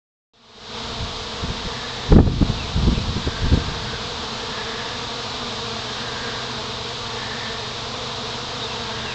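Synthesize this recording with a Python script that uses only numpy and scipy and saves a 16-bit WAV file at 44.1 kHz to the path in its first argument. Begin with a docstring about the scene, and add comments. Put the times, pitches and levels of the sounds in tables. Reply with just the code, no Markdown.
"""A hum of honey bees fades in, close by, as the swarm circles its cluster on a pine branch.
Their beating wings make the hum. Behind it lies a steady outdoor hiss, and a far engine drones.
Gusts arrive quickly, die away and throw eddies (small whirls of air) at the microphone;
the strongest overloads it and makes the gain control turn everything down for a moment.
A far bird rasps again and again, and a small one chirps."""
import sys
import numpy as np
from scipy import signal
from scipy.fft import rfft, irfft, next_fast_len
from scipy.io import wavfile
from scipy.ndimage import uniform_filter1d, map_coordinates

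SR = 44100
rng = np.random.default_rng(int(sys.argv[2]) if len(sys.argv) > 2 else 0)


def bounce(signal):
    """Save signal as a 16-bit WAV file at the path given by the first command-line argument."""
    frames = np.transpose(np.atleast_2d(signal))
    limited = np.clip(frames, -1, 1)
    pcm = np.round(limited * 32767).astype(np.int16)
    wavfile.write(sys.argv[1], SR, pcm)


N = 403074
TIME = np.arange(N) / SR

# the overtones of one wing beat: harmonic_number, level_db
WING_BEAT = [(1, -2), (2, 1), (3, -3), (4, -2.5), (5, -1.5), (6, -5), (7, -7), (9, -19.5), (12, -13.5),
             (16, -10.5), (22, -12.5), (30, -30)]
# how busy the swarm is: time_s, level_db
SWARM_LEVEL = [(.7, -34), (2.7, -35), (4.7, -31.6), (6.2, -32), (7.5, -33.5), (9.1, -32)]
# outdoor hiss, coloured by the microphone's resonance near 3.7 kHz: frequency_hz, level_db
HISS_COLOUR = [(100, -12), (500, -8.5), (1000, -3), (1500, -11.5), (2200, -9), (2800, -7.5), (3300, -3),
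               (3750, -0.5), (4400, -5), (5100, -8.5), (5900, -14), (7000, -17), (7700, -23), (8400, -31)]
# the hiss slowly grows a little louder: time_s, level_db
HISS_LEVEL = [(.7, -32.5), (5.3, -31.1), (9.1, -31.5)]
# the far engine's tones: pitch_hz, level_db
ENGINE_TONES = [(58.5, -50.5), (73, -47), (77, -52), (98, -49.5), (103.5, -51), (106.3, -46), (122.3, -39),
                (146.8, -51), (153.7, -52.5)]
# how those tones swell together: time_s, gain_db
ENGINE_SWELL = [(1, -4.5), (4, -3), (5.5, -0.5), (9, .5)]
# the tone colour of the distant outdoor rumble: frequency_hz, level_db
RUMBLE_COLOUR = [(5, -29), (16, -5.5), (50, -3.5), (100, -5), (170, -6.5), (320, -9.5), (700, -16),
                 (2000, -45.5)]
# gusts on the microphone: peak_s, level_db, fall_db_per_s
WIND_GUSTS = [(.86, -38, 5.5), (1.48, -38, 22), (2.13, -9, 44), (2.8, -25, 15), (3.44, -23.5, 28)]
# the strongest eddies: peak_s, level_db, half_width_s
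WIND_EDDIES = [(1.025, -25.5, .023), (1.441, -23, 0.011), (1.501, -23, 0.013), (1.663, -23.5, 0.0099),
               (2.128, -4.5, 0.0056), (2.167, -2, 0.0085), (2.19, -2.5, 0.005), (2.204, -4.5, 0.0059),
               (2.276, -7, 0.0082), (2.422, -8, 0.0076), (2.501, -18, 0.0067), (2.775, -15.5, 0.017),
               (2.84, -18, .018), (2.883, -10.5, 0.011), (2.927, -15.5, 0.0099), (2.981, -20, 0.0055),
               (3.09, -22, .014), (3.17, -19.5, .01), (3.278, -17, 0.0078), (3.455, -18.5, 0.029),
               (3.535, -9.5, 0.013), (3.577, -18, .004), (4.5, -35, 0.018)]
# the tone colours of slow, fast and fastest air on the microphone: frequency_hz, level_db
THUMP_COLOUR = [(8, -24.5), (25, -6), (45, -1), (70, -2), (115, -4.5), (190, -13), (320, -30), (550, -44.5),
                (1200, -71.5), (3000, -100)]
FLUTTER_COLOUR = [(40, -14), (140, -3.5), (250, -2.5), (450, -13), (800, -31.5), (1500, -51.5), (3000, -88)]
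TEARING_COLOUR = [(150, -26), (500, 5.5), (900, -2.5), (1600, -10.5), (2400, -28.5), (4000, -52.5)]
# the far bird's rasping calls: middle_s, half_width_s, pitch_hz, level_db
BIRD_RASPS = [(1.88, 0.33, 1750, -41.5), (3.52, 0.25, 1590, -39), (3.9, 0.082, 1540, -39),
              (4.73, 0.22, 1704, -36.5), (6.17, 0.25, 1605, -37), (7.39, 0.18, 1770, -36),
              (9.1, 0.24, 1630, -38)]
# the small bird's falling chirps: start_s, length_s, start_pitch_hz, level_db
BIRD_CHIRPS = [(2.56, 0.11, 2960, -41.5), (2.925, 0.08, 2880, -43), (8.61, 0.055, 3890, -31.5),
               (8.68, .07, 2880, -42), (8.92, 0.099, 3350, -44), (9.05, .08, 2950, -37)]


def amp(db):
    """Turn decibels into a number to multiply by."""
    return 10 ** (np.asarray(db) / 20)


def unit(x):
    """Scale a sound to an average (rms) level of 1."""
    return x / np.sqrt(np.mean(x ** 2) + 1e-20)


def along(points, at):
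    """Read between (x, value) points, with x on a log scale."""
    x, value = np.transpose(points)
    return np.interp(np.log(at + 1e-6), np.log(x), value)


def gain_curve(rows):
    """Join (time_s, level_db) points into one gain per sample."""
    return amp(np.interp(TIME, *np.transpose(rows)))


def wobble(rate, t=TIME):
    """A smooth curve through `rate` random values a second."""
    return map_coordinates(rng.standard_normal(8192), [t * rate], mode="mirror")


def filtered(x, response):
    """Scale each frequency in x by response(hz)."""
    size = next_fast_len(N + 8192)
    return irfft(rfft(x, size) * response(np.fft.rfftfreq(size, 1 / SR)), size)[:N]


def noise(colour):
    """Noise at level 1 with the given tone colour."""
    return unit(filtered(rng.standard_normal(N), lambda hz: amp(along(colour, hz))))


def even(x, window_samples=1100):
    """Smooth out the swells in noise, so each eddy pushes with its full force."""
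    return x / np.sqrt(np.abs(uniform_filter1d(x ** 2, size=window_samples)) + 0.038)


def bell(x, centre, width):
    """A smooth hump of height 1."""
    return np.exp(-.5 * np.minimum(np.abs(x - centre) / width, 10) ** 2)


def bee_swarm(wing_hz=230, nearness_db=3.0, count=48):
    """Each bee beats its wings at its own rate, which bends as it turns; it grows louder when near."""
    spread, turning, steering = .038, .044, .022  # as fractions of the wing rate
    harmonics = amp(along(WING_BEAT, np.arange(1, 31)))
    slow_time = np.linspace(0, TIME[-1], num=1400)
    # pick bees evenly, from slow-winged to fast-winged
    offsets = np.sort(rng.standard_normal(count * count))[count // 2::count]
    hum = np.zeros(N)
    for offset in offsets:
        phases = np.exp(2j * np.pi * rng.random(len(harmonics)))
        beat = irfft(np.r_[0, harmonics * phases], 4096)  # the wave of one wing beat
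        bend = turning * wobble(3, slow_time) + steering * wobble(28, slow_time)
        hz = wing_hz * np.exp(spread * offset + bend)
        nearness = amp(nearness_db * wobble(3.5, slow_time))
        beats_so_far = np.interp(TIME, slow_time, np.cumsum(hz) * slow_time[1])
        buzz = beat[(beats_so_far * len(beat)).astype(int) % len(beat)]
        hum += np.interp(TIME, slow_time, nearness) * buzz
    return gain_curve(SWARM_LEVEL) * unit(hum)


def outdoor_hiss(flicker_db=0.24):
    """A steady outdoor hiss, coloured by the microphone's resonance near 3.7 kHz."""
    return gain_curve(HISS_LEVEL) * noise(HISS_COLOUR) * amp(flicker_db * wobble(14))


def far_engine(drift_radians=1.0, rumble_db=-43):
    """A far engine holds a few low, unsteady tones over the outdoor rumble."""
    slow_time = np.linspace(0, TIME[-1], num=400)
    tones = np.zeros(N)
    for hz, db in ENGINE_TONES:
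        drift = drift_radians * np.interp(TIME, slow_time, wobble(3, slow_time))
        tones += amp(db) * np.sin(2 * np.pi * hz * TIME + drift)
    return gain_curve(ENGINE_SWELL) * tones + amp(rumble_db) * noise(RUMBLE_COLOUR)


def gust_force(rise_db_per_s=449, swirl_db=1.5):
    """Each gust rises quickly and dies away, swirling as it goes."""
    power = np.zeros(N)
    for peak_s, db, fall_db_per_s in WIND_GUSTS:
        below_peak_db = np.maximum(rise_db_per_s * (peak_s - TIME), fall_db_per_s * (TIME - peak_s))
        power += amp(db - below_peak_db) ** 2
    return np.sqrt(power) * amp(swirl_db * wobble(28))


def wind_on_microphone(flutter_db=6.5, loss_db_per_s=781, steepness=1.225, tearing_db=-11):
    """Gusts and eddies thump the microphone; briefer eddies flutter more, and the fastest air tears."""
    gusts = gust_force()
    push_power = gusts ** 2
    fast_power = (amp(-3) * gusts) ** 2
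    for peak_s, db, half_width_s in WIND_EDDIES:
        eddy_power = (amp(db) * bell(TIME, peak_s, half_width_s)) ** 2
        push_power += eddy_power
        fast_power += amp(flutter_db - loss_db_per_s * half_width_s) ** 2 * eddy_power
    thump = np.sqrt(push_power) * even(noise(THUMP_COLOUR))
    flutter = np.sqrt(fast_power) ** steepness * even(noise(FLUTTER_COLOUR))
    tearing = amp(tearing_db) * fast_power * noise(TEARING_COLOUR)
    return thump + flutter + tearing


def rasping_bird(whistle_width_hz=50, hoarse_width_hz=320, hoarse_ratio=1.055, hoarse_db=2):
    """Each far call is a thin whistle inside a broad, hoarse noise, smeared by the trees."""
    calls = np.zeros(N)
    hz = np.fft.rfftfreq(2 * SR, 1 / SR)
    for middle_s, half_width_s, pitch_hz, db in BIRD_RASPS:
        whistle = bell(hz, pitch_hz, whistle_width_hz) / np.sqrt(whistle_width_hz)
        hoarse = bell(hz, pitch_hz * hoarse_ratio, hoarse_width_hz) / np.sqrt(hoarse_width_hz)
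        colour = np.hypot(whistle, amp(hoarse_db) * hoarse)
        rasp = unit(irfft(rfft(rng.standard_normal(2 * SR)) * colour))
        calls += amp(db) * bell(TIME, middle_s, half_width_s) * np.resize(rasp, N)
    return calls


def chirping_bird(fall_hz_per_s=6400, quaver=0.025, echo_db=-3.0, echo_s=0.22):
    """Short, rough whistles slide down in pitch and echo off the surrounding trees."""
    chirps = np.zeros(N + SR)
    for start_s, length_s, start_hz, db in BIRD_CHIRPS:
        t = np.arange(int(length_s * SR)) / SR
        hz = (start_hz - fall_hz_per_s * t) * (1 + quaver * wobble(400, t))
        swell = np.sqrt(2 * np.abs(np.sin(np.pi * t / length_s)))
        whistle = np.sin(2 * np.pi * np.cumsum(hz) / SR)
        chirps[int(start_s * SR):][:len(t)] += amp(db) * swell * whistle
    t = np.arange(SR // 2) / SR
    tail = rng.standard_normal(len(t)) * amp(-60 * t / echo_s)
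    echo = signal.fftconvolve(chirps, tail / np.linalg.norm(tail))
    return chirps[:N] + amp(echo_db) * echo[:N]


def scene():
    """Bees and hiss in front, wind on the microphone, engine and birds far off, in one channel."""
    steady = bee_swarm() + outdoor_hiss() + far_engine()
    return (steady + wind_on_microphone() + rasping_bird() + chirping_bird())[None]


def gain_control(x, threshold_db=-8, recovery_db_per_s=30, window_samples=1800):
    """The volume drops when the sound gets too loud, then creeps back."""
    power = np.abs(signal.fftconvolve(x ** 2, np.ones(window_samples) / window_samples)[:N])
    excess_db = np.maximum(10 * np.log10(power + 1e-12) - threshold_db, 0)
    recovery_db = recovery_db_per_s * TIME
    return x * amp(recovery_db - np.maximum.accumulate(excess_db + recovery_db))


def record(dry):
    """Turn down loud moments, flatten overloaded peaks, fade in and cut the highest treble."""
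    ceiling, top_hz = .7, 9150
    fade_start_s, fade_end_s, fade_from_db = .335, 0.77, -27.5
    limited = np.clip(gain_control(dry[0]), -ceiling, ceiling)
    fade_in = gain_curve([(fade_start_s, fade_from_db), (fade_end_s, 0)]) * (TIME > fade_start_s)
    return filtered(limited * fade_in, lambda hz: np.clip((top_hz - hz) / 900, 0, 1) ** 2)[None]


dry = scene()
out = record(dry)
bounce(out)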